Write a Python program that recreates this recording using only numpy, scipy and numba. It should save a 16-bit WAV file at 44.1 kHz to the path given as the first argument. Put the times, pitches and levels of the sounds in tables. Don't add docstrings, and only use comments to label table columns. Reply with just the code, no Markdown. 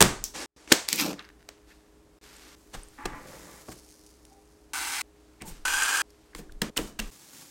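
import sys
import numpy as np
from scipy import signal
from scipy.fft import rfft, irfft, next_fast_len
from scipy.io import wavfile
from numba import njit

SR = 44100
rng = np.random.default_rng(int(sys.argv[2]) if len(sys.argv) > 2 else 0)


def wav_record(signal):
    frames = np.transpose(np.atleast_2d(signal))
    bounded = np.clip(frames, -1, 1)
    quanta = np.round(bounded * 32767).astype(np.int16)
    wavfile.write(sys.argv[1], SR, quanta)


N = 331023
T = np.arange(N) / SR

CUT_TIMES = [0, .46, 2.19, 2.552, 5.018, 6.02, 6.704, 7.105, 7.6]
# (time [s], level [dB], length [s], tilt [dB/octave])
FILM_SNAPS = [(0.2406, -17, 0.00039, 8.5), (0.677, -40.5, 0.0017, -3.5), (0.7182, -18.5, .001, -2),
              (0.7208, -6, .0012, -3.5), (0.7238, -5, .0013, 2.5), (0.8877, -13, 0.00038, 4.5),
              (0.9292, -13, 0.00081, 5), (0.959, -23, 0.00086, 15), (1.012, -21.5, 0.0011, 6.5),
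              (1.131, -35, 0.0016, -2), (1.4897, -34, 0.001, -0.5)]


def amp(db):
    return 10 ** (np.asarray(db) / 20)


def unit(x):
    return x / np.sqrt(np.mean(x ** 2) + 1e-20)


def add(out, start_s, x):
    i = int(round(start_s * SR))
    x = x[max(-i, 0):N - i]
    out[max(i, 0):max(i, 0) + len(x)] += x


def in_shot(s, x):
    next_cut = min(cut for cut in CUT_TIMES if cut > s)
    return x[:int((next_cut - s) * SR)]


def strokes(rows, attack_s, release_s):
    power = np.zeros(N)
    for s, length_s, db in rows:
        release = np.exp(-np.clip((T - length_s) / release_s, 0, 20))
        gain = amp(db) * np.minimum(T / attack_s, 1) * release
        add(power, s, in_shot(s, gain ** 2))
    return np.sqrt(power)


def colour(x, points, tilt_db=0):
    size = 2 * next_fast_len(len(x) // 2 + 1)
    octave = np.log2(np.maximum(np.fft.rfftfreq(size, 1 / SR), 1))
    hz, db = np.transpose(points)
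    octaves_outside = np.abs(octave - np.clip(octave, np.log2(hz[0]), np.log2(hz[-1])))
    tilt = tilt_db * np.maximum(octave - np.log2(hz[1]), 0)
    gain_db = np.interp(octave, np.log2(hz), db) + tilt - 20 * octaves_outside
    cepstrum = irfft(gain_db * np.log(10) / 20)
    cepstrum[1:size // 2] *= 2
    cepstrum[size // 2 + 1:] = 0
    return unit(irfft(rfft(x, size) * np.exp(rfft(cepstrum)))[:len(x)])


def grains(per_s, spread_db, bed):
    sizes = amp(spread_db * np.minimum(rng.exponential(size=N), 4))
    clicks = (rng.random(N) < per_s / SR) * sizes * rng.choice([-1, 1], N)
    return unit(unit(clicks) + bed * rng.standard_normal(N))


@njit
def resonate(x, hz, damping):
    y, band_state, low_state = np.empty(len(x)), 0., 0.
    for i in range(len(x)):
        g = np.tan(np.pi * hz[i] / SR)
        y[i] = (band_state + g * (x[i] - low_state)) / (1 + g * (g + damping))
        band_state = 2 * y[i] - band_state
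        low_state += 2 * g * y[i]
    return y


def reflections(x, ring_s, ring_db):
    t = np.arange(2048) / SR
    ring = rng.standard_normal(len(t)) * np.exp(-t / ring_s)
    return unit(x + amp(ring_db) * signal.fftconvolve(x, ring / np.linalg.norm(ring))[:len(x)])


def room_tail():
    # (frequency [Hz], decay time T60 [s], level [dB])
    bands = [(101.14, 1, -12), (300, 0.14, -3.5), (900, .42, -10), (2500, 0.35, -13), (6500, 0.38, -13),
             (12800, 0.25, -16)]
    t = np.arange(SR // 2) / SR
    octave = np.log2(np.maximum(np.fft.rfftfreq(len(t), 1 / SR), 1))
    hz, t60s, dbs = np.transpose(bands)
    noise, tail = rfft(rng.standard_normal(len(t))), 0
    for share, t60, db in zip(np.eye(len(hz)), t60s, dbs):
        band = irfft(noise * np.interp(octave, np.log2(hz), share), len(t))
        decay = np.exp(-np.log(1000) * t / t60) * (1 - np.exp(-t / 0.00048))
        tail = tail + amp(db) * band * decay / np.linalg.norm(decay)
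    return tail


def burst(length_s, spectrum, tilt_db, fizz_db, fizz_s, room_db):
    lead_s = 4 * length_s
    t = np.arange(SR // 2) / SR - lead_s
    width = np.where(t < 0, .7, 1) * length_s
    shape = np.exp(-(t / width) ** 2 / 2) + amp(fizz_db) * (t > 0) * np.exp(-np.abs(t) / fizz_s)
    puff = colour(shape * rng.standard_normal(len(t)), spectrum, tilt_db)
    tail = colour(room_tail(), spectrum, tilt_db)
    tail = np.pad(tail, (int(lead_s * SR), 0))[:len(t)]
    return lead_s, (puff + amp(room_db) * tail) * np.sqrt(np.mean(shape ** 2))


def impacts(rows, spectrum, modes, settle_s, fizz_db, wobble_db, wobble_s, room_db):
    # (frequency [Hz], gain [dB])
    flesh = [(45, -2), (95, -10), (150, -2), (200, 2), (400, -0.5), (700, -13.5), (1200, -18.5),
             (2500, -29)]
    out, t = np.zeros(N), np.arange(SR // 2) / SR
    hz, db, t60 = np.transpose(modes)[:, :, None]
    decay = np.exp(-np.log(1000) * t / t60)
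    for s, smack_db, contact_s, tilt_db, thud_db, thud_hz in rows:
        lead_s, smack = burst(contact_s, spectrum, tilt_db, fizz_db, fizz_s=0.0065, room_db=room_db)
        add(out, s - lead_s, in_shot(s, amp(smack_db) * smack))
        share = amp(db + 10.4 * np.exp(-(np.log2(hz / thud_hz) / 0.25) ** 2))
        detune = 1 + .015 * rng.standard_normal(hz.shape)
        phase = 2 * np.pi * (hz * detune * t + rng.random(hz.shape))
        ring = np.sum(share * np.sin(phase) * decay, axis=0) / np.linalg.norm(share)
        wobble = amp(wobble_db) * colour(rng.standard_normal(len(t)), flesh) * np.exp(-t / wobble_s)
        onset = 1 - np.exp(-t / settle_s)
        add(out, s, in_shot(s, 2 * amp(thud_db) * (ring + wobble) * onset))
    return out


def board():
    # (time [s], smack level [dB], contact [s], tilt [dB/octave], thud level [dB], thud centre [Hz])
    slaps = [(.0078, -8.5, 0.0016, 0.5, -17.5, 380), (.0148, -7.5, 0.0022, 1.5, -26, 204),
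             (.0252, -5.5, 0.0016, 1, -39, 400), (.039, -47.5, 0.0027, 3.5, -30, 398),
             (2.745, -38.5, 0.0096, -0.5, -47, 200), (3.058, -24.5, 0.003, -1.5, -43, 132),
             (3.687, -37.5, 0.0032, -6, -40.5, 283), (3.721, -45, 0.0084, 2.5, -55, 505),
             (5.414, -51, 0.0026, 1, -44, 169), (5.421, -33, 0.00077, 0.5, -45.5, 200),
             (5.478, -45, 0.02, 7.5, -45, 170)]
    # (frequency [Hz], gain [dB])
    smack_spectrum = [(60, -15.5), (200, 3), (700, 3.5), (1500, 3.5), (3000, -1.5), (5500, -4.5),
                      (8500, -3), (10500, -11.5), (15000, -15.5)]
    # (frequency [Hz], relative level [dB], decay time T60 [s])
    wood_modes = [(60.5, -1, 0.1), (124.8, -7, 0.35), (172.8, -2, 0.17), (224, -7, .15), (295, -5.5, 0.12),
                  (424, -6.5, 0.074), (638, -10.5, 0.051), (747, -2.5, .1), (1113, -7, 0.1)]
    return impacts(slaps, smack_spectrum, wood_modes, settle_s=0.001, fizz_db=-27,
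                   wobble_db=-12, wobble_s=0.061, room_db=-7)


def counter():
    # (time [s], length [s], level [dB])
    loads = [(0, 0.079, -39.5), (.19, 0.012, -47), (2.745, 0.041, -41), (3.04, 0.054, -35.5),
             (5.41, .08, -54), (5.51, .04, -41), (5.62, 0.11, -45), (6.35, 0.18, -48.5), (6.515, .05, -42),
             (6.77, 0.058, -44), (6.99, .06, -40.5)]
    # (frequency [Hz], gain [dB])
    sway_spectrum = [(14, 8), (24, -1), (34, 11), (45, -5.5), (60, -14.5), (100, -19.5), (200, -22)]
    sway = colour(rng.standard_normal(N), sway_spectrum)
    return sway * strokes(loads, attack_s=0.0056, release_s=0.066)


def air_and_fridge():
    # (frequency [Hz], gain [dB])
    air_spectrum = [(25, -13), (55, -2.5), (90, -15), (200, -15.5), (310, -11), (420, -19), (520, -17),
                    (800, -21), (1600, -27), (3000, -32.5), (8000, -33.5), (15500, -44)]
    # (frequency [Hz], level [dB])
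    fridge_tones = [(59.2, -62.5), (310, -63.5), (415, -63)]
    hum = 0
    for hz, db in fridge_tones:
        waver = unit(resonate(rng.standard_normal(N), np.full(N, 1. * hz), damping=8 / hz))
        hum = hum + amp(db) * (np.sin(2 * np.pi * hz * T) + .3 * waver)
    air = colour(rng.standard_normal(N), air_spectrum) * amp(-60.5)
    return (air + hum) * np.where(T > CUT_TIMES[-2], amp(-12), 1)


def snaps():
    # (frequency [Hz], gain [dB])
    film_spectrum = [(60, -21.5), (170, -8.5), (330, 4), (900, 1), (1800, 4), (3200, 2.5), (5500, 1),
                     (8000, -0.5), (10500, -11), (15000, -13)]
    out = np.zeros(N)
    for s, db, length_s, tilt_db in FILM_SNAPS:
        lead_s, crack = burst(length_s, film_spectrum, tilt_db, fizz_db=-20, fizz_s=0.0081, room_db=-8.5)
        add(out, s - lead_s, in_shot(s, amp(db) * crack))
    return out


def glove_on():
    # (time [s], length [s], level [dB])
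    pulls = [(.335, .095, -37.5), (.55, .11, -58), (.672, .04, -48), (.695, .022, -35.5)]
    # (frequency [Hz], gain [dB])
    rubber_spectrum = [(100, -20), (200, -7), (330, -1.5), (480, -0.5), (1000, -6), (1600, -6), (3200, -10),
                       (5500, -7.5), (8500, -11.5), (15000, -31)]
    cuff_s, cuff_hz, cuff_db = FILM_SNAPS[0][0], 5930., -34
    rub = colour(grains(per_s=6000, spread_db=2.5, bed=1), rubber_spectrum)
    zing = unit(resonate(rng.standard_normal(N), np.full(N, cuff_hz), damping=.13))
    return (rub * strokes(pulls, attack_s=0.01837, release_s=0.032)
            + zing * strokes([(cuff_s, .005, cuff_db)], attack_s=0.0039, release_s=0.023))


def bag():
    # (time [s], tearing level [dB], film resonance [Hz])
    slit = [(.882, -38, 3903), (.9, -36.5, 3880), (0.932, -37, 3600), (.968, -39.5, 3046),
            (.991, -26.5, 2400), (1.05, -35, 800), (1.11, -44, 340), (1.15, -69.5, 250)]
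    # (time [s], length [s], level [dB])
    drags = [(.92, 0.016, -36.5), (.99, 0.1, -37)]
    # (frequency [Hz], gain [dB])
    tear_spectrum = [(350, -8), (600, -25), (863, -10), (1480, -19), (2400, -0.5), (2940, -8.5), (5320, -5),
                     (10300, -21), (13300, -10), (15000, -23.5)]
    drag_spectrum = [(60, -28.5), (130, -7), (195, 5.5), (300, 0.5), (500, -6.5), (900, -15.5), (2000, -40)]
    s, db, hz = np.transpose(slit)
    centre = np.interp(T, s, hz)
    tear = grains(per_s=3500, spread_db=3.8, bed=.45)
    ring = unit(resonate(tear, centre, damping=0.7) / np.sqrt(centre))
    slack_octaves = np.log2(1000 / centre)
    film = colour(tear, tear_spectrum) + ring * amp(-3 + 7 * slack_octaves)
    pull = amp(np.interp(T, s, db, left=-200, right=-200))
    drag = colour(grains(per_s=410.4, spread_db=2.9, bed=0.86), drag_spectrum)
    return film * pull + drag * strokes(drags, attack_s=.018, release_s=.04)


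def peeling():
    # (time [s], length [s], level [dB])
    peels = [(1.12, .05, -55), (1.24, .55, -73)]
    # (frequency [Hz], gain [dB])
    tick_spectrum = [(700, -4), (1600, 5), (4500, -3), (7000, -15), (12000, -12.5)]
    ticks = colour(grains(per_s=45, spread_db=3.5, bed=.05), tick_spectrum)
    return reflections(ticks, ring_s=0.0025, ring_db=-2.5) * strokes(peels, attack_s=.01, release_s=0.094)


def brief_resonances():
    # (time [s], level [dB], length [s], resonance [Hz], bandwidth over centre [1])
    resonances = [(1.194, -35, 0.001, 3650, 0.47), (1.2, -44, 0.011, 1540, 1.1),
                  (1.25, -58, 0.023, 1600, 0.89), (1.25, -47, .00068, 4190, .5),
                  (1.302, -51, 0.0015, 1470, 0.63), (1.717, -56.5, 0.0094, 1890, .54),
                  (2.367, -51.5, .003, 8350, .21), (2.834, -39, 0.00053, 8650, .2),
                  (2.886, -48, 0.00073, 8600, .18), (4.339, -62.5, .053, 784, 0.069),
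                  (5.419, -46.5, 0.0087, 2220, 0.5), (5.46, -52, 0.025, 868, 0.2),
                  (5.835, -22, .0015, 7400, 0.34), (6.334, -54, .0031, 1550, .43),
                  (6.496, -51, 0.0021, 1554, 0.22), (6.5225, -50.5, 0.0015, 3540, 3.6),
                  (6.775, -20, 0.0008, 3000, .06), (6.999, -29, 0.002, 2760, 0.24)]
    out, t = np.zeros(N), np.arange(SR // 2) / SR - 1 / 4
    for s, db, length_s, hz, damping in resonances:
        shape = np.exp(-(t / length_s) ** 2 / 2)
        centre = np.full(len(t), 1. * hz)
        pop = shape * rng.standard_normal(len(t))
        for _ in range(2):
            pop = resonate(pop, centre, 1. * damping)
        add(out, s + t[0], amp(db) * unit(pop) * np.sqrt(np.mean(shape ** 2)))
    return out


def paper_towel():
    # (time [s], length [s], level [dB])
    rustles = [(1.66, 0.026, -58), (2.2, .35, -54), (2.71, .08, -54.5), (2.9, 0.44, -61.5),
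               (3.23, 0.19, -60), (5.13, 0.47, -71.5), (5.45, 0.047, -52), (6.04, .28, -69)]
    wipes = [(2.978, 0.19, -44.5), (3.3, 0.29, -57.5)]
    lifts = [(3.05, 0.27, -51.5), (3.22, 0.062, -49.5)]
    # (frequency [Hz], gain [dB])
    rustle_spectrum = [(200, 3), (600, -0.5), (1500, 2.5), (2800, 0), (5000, -0.5), (8500, -4.5),
                       (10500, -9.5), (13000, -9), (16000, -24)]
    wipe_spectrum = [(300, -1.5), (600, -16), (850, 2), (1050, 3), (1400, -2.5), (2100, -2), (3000, -21),
                     (6000, -50)]
    lift_spectrum = [(50, -5), (130, 6.5), (190, 8.5), (330, 3), (560, 9.5), (900, -5), (2000, -3),
                     (4000, -34)]
    crackle = grains(per_s=1300, spread_db=5.3, bed=1.6)
    rub = reflections(grains(per_s=1000, spread_db=3, bed=0.75), ring_s=0.018, ring_db=9)
    flutter = grains(per_s=300, spread_db=2.6, bed=0.49)
    return (colour(crackle, rustle_spectrum) * strokes(rustles, attack_s=0.042, release_s=0.084)
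            + colour(rub, wipe_spectrum) * strokes(wipes, attack_s=0.009, release_s=0.05)
            + colour(flutter, lift_spectrum) * strokes(lifts, attack_s=0.071, release_s=0.19))


def glove_slides():
    # (time [s], length [s], level [dB])
    slides = [(2.552, 0.58, -65.5), (3.14, 0.59, -59.5), (3.26, 0.36, -54.5), (6.35, 0.027, -50),
              (6.8, 0.084, -51.5), (7.01, 0.1, -55), (7.105, 0.39, -53.5), (7.32, 0.11, -52)]
    # (frequency [Hz], gain [dB])
    slide_spectrum = [(100, 0), (230, -2.5), (400, -5.5), (1060, -8.5), (3000, -10), (7000, -5),
                      (10500, -10), (15500, -14.5)]
    friction = colour(grains(per_s=2100, spread_db=3, bed=0.81), slide_spectrum)
    return friction * strokes(slides, attack_s=0.013, release_s=0.024)


def salt():
    # (time [s], level [dB])
    crystals = [(3.889, -52.5), (4.065, -51), (4.104, -53.5), (4.2515, -48), (6.104, -52.5)]
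    # (frequency [Hz], gain [dB])
    salt_spectrum = [(2000, -8), (3500, -10), (4600, -2.5), (5800, -0.5), (7500, -7), (9000, -4.5),
                     (10800, -8.5), (12500, -11), (15500, -17)]
    start_s, end_s = 3.65, 4.7
    rub_hz, rub_db, fade_db_per_s = 4.8, 1, 19.5
    t = T - start_s
    stream = reflections(grains(per_s=1400, spread_db=4.6, bed=.45), ring_s=.0007, ring_db=-10)
    flow = strokes([(start_s, end_s - start_s, -54.5)], attack_s=0.036, release_s=.04)
    flow *= amp(rub_db * np.sin(2 * np.pi * rub_hz * t) - fade_db_per_s * t)
    bounces = strokes([(s, .001, db) for s, db in crystals], attack_s=.0004, release_s=0.0018)
    return colour(stream, salt_spectrum) * flow + colour(rng.standard_normal(N), salt_spectrum) * bounces


def pepper_mill():
    # (start [s], end [s])
    spans = [(4.734, 5.0178), (5.6515, 6.0185)]
    # (level [dB], swell [dB/s], housing ring over crunch [dB], its change [dB/s],
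    # change of the upper modes [dB/s])
    runs = [(-34, 3.5, -7, -50.5, 34), (-31.5, 5.5, -0.5, 6.5, 0)]
    # (frequency [Hz], gain [dB])
    crunch_spectra = [
        [(250, -9.5), (550, -15.5), (800, 1.5), (1300, 1), (2000, 2), (2600, 1.5), (3600, -4.5), (5000, -2),
         (9100, -1), (10300, -7.5), (15500, -14)],
        [(250, -11.5), (500, -10), (850, 3), (1300, 4), (2150, -0.5), (2500, 1.5), (3250, 0), (3700, -5.5),
         (4400, -1.5), (5000, -11), (5600, -2), (8500, 0.5), (10500, -9.5), (15000, -16.5)],
    ]
    # (frequency [Hz], bandwidth [Hz], level over crunch [dB])
    upper_modes = [
        [(2420, 210, -21), (3090, 84, -39), (3960, 460, -29)],
        [(2500, 160, -14.5), (3040, 320, -20.5), (4800, 490, -12)],
    ]
    # (time [s], relative level [dB])
    bursting_corns = [(4.738, -3), (4.788, 1), (5.653, 6), (5.68, 10), (5.737, 1), (5.821, 12), (5.859, 8),
                      (5.883, -9), (5.917, -10), (6.01, -2)]
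    ring_hz, rise_hz, rise_s = 1512, 105, 0.16
    out, cracks = np.zeros(N), np.zeros(N)
    for s, db in bursting_corns:
        add(cracks, s, amp(db) * np.exp(-T[:2048] / .003))
    for (start, end), run, spectrum, modes in zip(spans, runs, crunch_spectra, upper_modes):
        run_db, swell_db_per_s, ring_db, ring_db_per_s, upper_db_per_s = run
        on = (T >= start) & (T <= end)
        t = T[on] - start
        splinters = grains(per_s=3000, spread_db=4, bed=1)
        spray = reflections(splinters * (1 + .3 * cracks), ring_s=.006, ring_db=-6)
        crunch = unit(colour(spray, spectrum)[on])
        for mode_hz, width_hz, db in modes:
            mode = resonate(splinters[on], np.full(len(t), 1. * mode_hz), width_hz / mode_hz)
            crunch += amp(db + upper_db_per_s * t) * unit(mode)
        hz = ring_hz + rise_hz * (1 - np.exp(-t / rise_s))
        ring = unit(resonate((splinters * (1 + 1.2 * cracks))[on], hz, damping=.03))
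        out[on] += (crunch + ring * amp(ring_db + ring_db_per_s * t)) * amp(run_db + swell_db_per_s * t)
    return out


def tray():
    # (time [s], smack level [dB], contact [s], tilt [dB/octave], thud level [dB], thud centre [Hz])
    pats = [(6.35, -34.5, 0.0013, -2.5, -46, 299), (6.39, -48.5, 0.0094, 2.5, -41, 252),
            (6.6188, -19.5, 0.0015, -1, -28.5, 201), (6.768, -33, 0.0038, -2.5, -38, 298),
            (6.7722, -17.5, 0.00034, 6, -36, 300), (6.7768, -20.5, 0.0011, -1, -39, 292),
            (6.79, -34.5, 0.008, -8, -30.5, 306), (6.993, -28, 0.0025, -1.5, -39.5, 220),
            (7.0, -28, 0.0016, -0.5, -40.5, 200)]
    # (frequency [Hz], gain [dB])
    wet_spectrum = [(100, -23), (500, -6), (1500, 3), (3000, 3), (5500, -0.5), (8500, 0), (10500, -7),
                    (15000, -7.5)]
    # (frequency [Hz], relative level [dB], decay time T60 [s])
    metal_modes = [(42.7, 2.5, 0.22), (157.4, 7.5, 0.2), (208.7, 2.5, 0.21), (303.5, 2, 0.2),
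                   (359, -7, 0.2), (463, 12.5, 0.084), (721, 1, .09), (1093, -19, 0.048), (1800, -4, 0.15),
                   (2930, -28, 0.23)]
    return impacts(pats, wet_spectrum, metal_modes, settle_s=0.00097, fizz_db=-14,
                   wobble_db=-13, wobble_s=0.073, room_db=-8)


def kitchen(x):
    out, tail = np.zeros(N), room_tail()
    for start, end in zip(CUT_TIMES, CUT_TIMES[1:]):
        shot = (T >= start) & (T < end)
        out[shot] = signal.fftconvolve(x[shot], tail)[:shot.sum()]
    return out


def scene():
    # (start [s], end [s])
    gaps = [(.46, .563), (2.188, 2.213)]
    blows = board() + tray()
    handwork = glove_on() + bag() + brief_resonances() + peeling() + paper_towel()
    handwork += counter() + glove_slides() + salt() + pepper_mill()
    mix = blows + snaps() + handwork + kitchen(amp(-0.5) * handwork) + air_and_fridge()
    for start, end in gaps:
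        mix[(T > start) & (T < end)] *= amp(-30)
    return mix[None]


def record(dry):
    low_pass = signal.ellip(10, .2, 70, 15950, fs=SR, output="sos")
    return signal.sosfilt(low_pass, np.clip(dry, -.95, .95))


dry = scene()
out = record(dry)
wav_record(out)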